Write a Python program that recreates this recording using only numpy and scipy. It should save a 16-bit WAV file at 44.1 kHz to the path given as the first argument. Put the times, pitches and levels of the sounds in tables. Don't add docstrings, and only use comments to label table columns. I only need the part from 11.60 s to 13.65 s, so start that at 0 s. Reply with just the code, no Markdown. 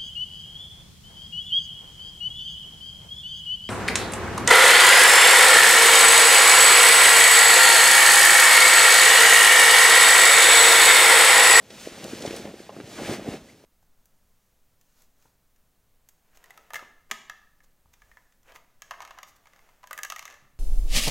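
import sys
import numpy as np
from scipy import signal
from scipy.fft import rfft, irfft, next_fast_len
from scipy.io import wavfile

SR = 44100
rng = np.random.default_rng(int(sys.argv[2]) if len(sys.argv) > 2 else 0)


def wav_record(signal):
    frames = np.transpose(np.atleast_2d(signal))
    bounded = np.clip(frames, -1, 1)
    quanta = np.round(bounded * 32767).astype(np.int16)
    wavfile.write(sys.argv[1], SR, quanta)


N = 90404

# frequency_hz, relative_db
ROOM_TONE_COLOUR = [(20,-16),(35,-14),(54,0.5),(85,1.5),(200,-1.5),(550,-5.5),(1100,-14),(2500,-18),(7000,-23.5),(15000,-24)]
HIDE_COLOUR = [(25,-46),(60,-24),(115,-5.5),(165,-1),(205,3),(330,0.2),(560,-0.5),(800,-6),(1100,-20.5),(2500,-40)]
SWISH_COLOUR = [(1200,-32),(2500,-3.5),(3500,.5),(5000,-0.5),(6800,-2),(9000,-7.5),(12000,-11.5),(15500,-15.5)]
RASP_COLOUR = [(400,3),(820,-3.5),(1200,-1.5),(1950,0.5),(2700,-2),(3600,-7),(6000,-19),(12000,-35)]
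FUR_COLOUR = [(3000,-34),(6500,4),(9000,7),(12500,-14),(15500,-5)]
# frequency_hz, t60_s
ROOM_DECAY = [(100,0.75),(500,0.31),(3000,0.3),(12000,0.14)]
# frequency_hz, side_gain_db
STEREO_WIDTH = [(120,-93),(500,-31.5),(1200,-43),(2000,-49),(4000,-17),(8000,-11.5),(12000,-5),(16000,-8.5)]
# frequency_hz, lead_rad
LEFT_MIC_LEAD = [(0,0),(1800,0.0013),(4000,0.53),(7000,0.79),(11000,1.4),(16000,2.5)]
# pitch_hz, level_db, t60_s
BUTTON_RING = [(830,-40,.035),(1040,-37,.035)]
# start_s, peak_db, pitch_hz, fade_s
SEAM_TICKS = [(.104,-35.5,2800,0.0036),(.442,-27.5,5600,0.0016),(.622,-28,4120,0.0049),(.662,-27.5,3400,0.003),(.677,-31,2280,0.002),(0.708,-29.5,2120,0.0029),(.731,-33,2700,0.00082),(.763,-33,6000,.008),(.851,-40,1800,0.008),(1.0935,-38.5,1560,0.0018),(1.102,-43,1870,0.0027),(1.164,-39.5,850,0.0031),(1.201,-34,1390,0.002),(1.2095,-36,1900,0.002),(1.385,-31,650,.008),(1.736,-36,1630,0.0024)]
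# centre_s, relative_db, pitch_hz
WEIGHT_THUMPS = [(.68,-31.5,127),(.735,-40.5,75),(.845,-41,85),(1.244,-33,133),(1.497,-29.5,119),(1.691,-29,129),(1.72,-40,58),(1.83,-45,50)]
# centre_s, relative_db, pitch_hz
FOLD_POPS = [(0.1056,-34,424),(.274,-21,430),(0.3221,-36,260),(0.4579,-27.5,370),(.529,-35,342),(0.5357,-21.5,279),(.61,-29.5,348),(.6405,-31,520),(.6527,-17.5,520),(.659,-22.5,470),(0.6784,-24,243),(.7097,-22,347),(0.7322,-27.5,405),(0.7421,-25,486),(.8027,-28.5,338),(.855,-26.5,300),(0.9426,-28.5,350),(1.0045,-30,390),(1.0947,-25.5,635),(1.1673,-34,350),(1.1883,-29,278),(1.2035,-27,363),(1.212,-32,260),(1.2774,-36,355),(1.39,-28,504),(1.4347,-26.5,350),(1.4911,-23,487),(1.4977,-22.5,230),(1.5163,-24,326),(1.5251,-20.5,374),(1.5352,-25,297),(1.5965,-24,434),(1.6248,-31,270),(1.678,-20.5,355),(1.688,-19.5,232),(1.9481,-43.5,268),(2.0405,-39,470)]
# time_s, relative_db
HIDE_BENDS = [(0,-52),(.04,-53.5),(.08,-59.5),(.13,-50),(.2,-51),(.41,-46.5),(.445,-39),(.495,-45.5),(.59,-45),(.63,-37.5),(.68,-38.5),(.72,-47.5),(.78,-39.5),(.82,-47),(.87,-36.5),(.93,-49),(.98,-52),(1.07,-53),(1.14,-48.5),(1.19,-44),(1.26,-49),(1.375,-45.5),(1.388,-37),(1.42,-32),(1.47,-38.5),(1.51,-30),(1.56,-40),(1.63,-43),(1.68,-34),(1.76,-39.5),(1.79,-51.5),(1.87,-56.5),(2.05,-64.5)]
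# time_s, relative_db, rasp_offset_db
CLOTH_STROKES = [(0,-62,0),(.094,-59.8,-1),(.108,-51.5,-1),(.17,-50.8,-1),(.225,-45.2,-4.5),(.31,-50.3,1.5),(.41,-49.3,.5),(.45,-47.3,.5),(.6,-47.2,-1),(.645,-47.2,-.3),(.665,-44.6,1.8),(.72,-47.2,2),(.77,-45.6,-.5),(.87,-54.3,3),(.95,-57.5,2.5),(1.02,-54,0),(1.09,-60.5,2.5),(1.25,-55.5,1),(1.30,-48.8,-2.5),(1.40,-47.5,3),(1.49,-42.3,4.5),(1.525,-40.8,1.3),(1.548,-42.5,2.5),(1.592,-54,4.5),(1.65,-55,6),(1.70,-48.8,2.5),(1.755,-52,4.5),(1.80,-60,0),(1.85,-62.5,-1),(1.89,-58.5,-1),(1.94,-65,-1),(2.05,-68,-1)]


def amp(db):
    return 10 ** (np.asarray(db) / 20)


def unit(x):
    return x / np.sqrt(np.mean(x ** 2) + 1e-20)


def along(points, hz):
    knots_hz, values = np.transpose(points)
    return np.interp(np.log(hz + 1), np.log(knots_hz + 1), values)


def curves(rows):
    time_s, *columns = np.transpose(rows)
    return [np.interp(np.arange(N) / SR, time_s, column) for column in columns]


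def wobble(rate):
    return np.interp(np.arange(N) * rate / SR, np.arange(N // 20), rng.standard_normal(N // 20))


def filtered(x, response):
    n = x.shape[-1]
    padded = next_fast_len(n + SR // 10, True)
    return irfft(rfft(x, padded) * response(np.fft.rfftfreq(padded, 1 / SR)), padded)[..., :n]


def coloured(x, colour):
    return unit(filtered(x, lambda hz: amp(along(colour, hz))))


def add(out, start_s, sound):
    i = max(0, round(start_s * SR))
    out[i:i + len(sound)] += sound[:len(out[i:])]


def slips(rate, spread_db):
    chance, size, sign = rng.random(N), rng.standard_normal(N), rng.choice([-1, 1], N)
    return unit((chance < rate / SR) * sign * amp(spread_db * np.clip(size, -2, 2)))


def puffs(rows, half_width_cycles):
    out, t = np.zeros(N), np.arange(-SR // 20, SR // 20) / SR
    for centre_s, db, hz in rows:
        envelope = amp(db) * np.exp(-.5 * (t * hz / half_width_cycles) ** 2)
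        add(out, centre_s + t[0], envelope * np.cos(2 * np.pi * (t * hz + rng.random())))
    return out


def room_tone(level_db=-59):
    return amp(level_db) * coloured(rng.standard_normal(N), ROOM_TONE_COLOUR)


def wall_reflections(x, gain_db=-16.5):
    hz, t, noise = signal.stft(rng.standard_normal(SR // 2), SR, nperseg=256)
    decay = amp(-60 * t / along(ROOM_DECAY, hz)[:, None])
    _, tail = signal.istft(noise * decay, SR, nperseg=256)
    tail = np.pad(tail, (SR // 250, 0)) / np.linalg.norm(tail)
    return amp(gain_db) * signal.fftconvolve(x, tail)[:N]


def sleeve_zip(start_s=1.882, length_s=0.0273, from_hz=1800, to_hz=2410, jitter=0.024, peak_db=-52):
    progress = np.clip((np.arange(N) / SR - start_s) / length_s, 0, 1)
    hz = (from_hz + (to_hz - from_hz) * progress) * (1 + jitter * wobble(1000))
    return amp(peak_db) * np.sin(np.pi * progress) * np.sin(2 * np.pi * np.cumsum(hz) / SR)


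def button_knock(start_s=1.099, attack_s=0.00065):
    out, t = np.zeros(N), np.arange(SR // 10) / SR
    ring = sum(amp(db - 60 * t / t60) * np.sin(2 * np.pi * hz * t) for hz, db, t60 in BUTTON_RING)
    add(out, start_s, ring * (1 - np.exp(-t / attack_s)))
    return out


def seam_ticks(half_width_octaves=0.82):
    out, t = np.zeros(N), np.arange(SR // 20) / SR
    for start_s, peak_db, pitch_hz, fade_s in SEAM_TICKS:
        band = lambda hz: np.exp(-.5 * (np.log2((hz + 1) / pitch_hz) / half_width_octaves) ** 2)
        hiss = filtered(rng.standard_normal(len(t)), band)
        burst = hiss * np.exp(-t / fade_s) * (1 - np.exp(-t * pitch_hz))
        add(out, start_s, amp(peak_db) * burst / np.abs(burst).max())
    return out


def weight_thumps(gain_db=-2.5):
    return amp(gain_db) * puffs(WEIGHT_THUMPS, half_width_cycles=0.5)


def fold_pops(gain_db=0.57, low_cut_hz=185):
    snaps = puffs(FOLD_POPS, half_width_cycles=0.38)
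    return amp(gain_db) * filtered(snaps, lambda hz: hz ** 4 / np.sqrt(hz ** 8 + low_cut_hz ** 8))


def hide_crumpling(gain_db=-0.5):
    bend_db, = curves(HIDE_BENDS)
    return coloured(slips(rate=1500, spread_db=2.5), HIDE_COLOUR) * amp(bend_db + gain_db)


def cloth_sliding(swish_db=0.5, rasp_db=1.5, fur_db=-12.5, fast_stroke_db=-44, fur_db_per_db=0.55):
    stroke_db, rasp_offset_db = curves(CLOTH_STROKES)
    swish = coloured(slips(rate=9000, spread_db=0), SWISH_COLOUR)
    swish *= amp(swish_db + 0.62 * wobble(140))
    rasp = coloured(slips(rate=4000, spread_db=2), RASP_COLOUR)
    rasp *= amp(rasp_db + rasp_offset_db + 0.43 * wobble(110))
    fur = coloured(slips(rate=8900, spread_db=6), FUR_COLOUR)
    fur *= amp(fur_db + fur_db_per_db * (stroke_db - fast_stroke_db) + wobble(39.6))
    return amp(stroke_db + 0.63 * wobble(70.65)) * (swish + rasp + fur)


def scene():
    coat = cloth_sliding() + hide_crumpling() + fold_pops() + weight_thumps()
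    coat += seam_ticks() + button_knock() + sleeve_zip()
    mid = coat + wall_reflections(coat) + room_tone()
    side = filtered(cloth_sliding() + room_tone(), lambda hz: amp(along(STEREO_WIDTH, hz)))
    left_right = np.array([mid + side, mid - side])
    return filtered(left_right, lambda hz: np.exp(.5j * np.outer([1, -1], along(LEFT_MIC_LEAD, hz))))


def record(dry, low_cut_hz=44, top_hz=15790):
    return filtered(dry, lambda hz: (hz < top_hz) * hz ** 2 / np.sqrt(hz ** 4 + low_cut_hz ** 4))


dry = scene()
out = record(dry)
wav_record(out)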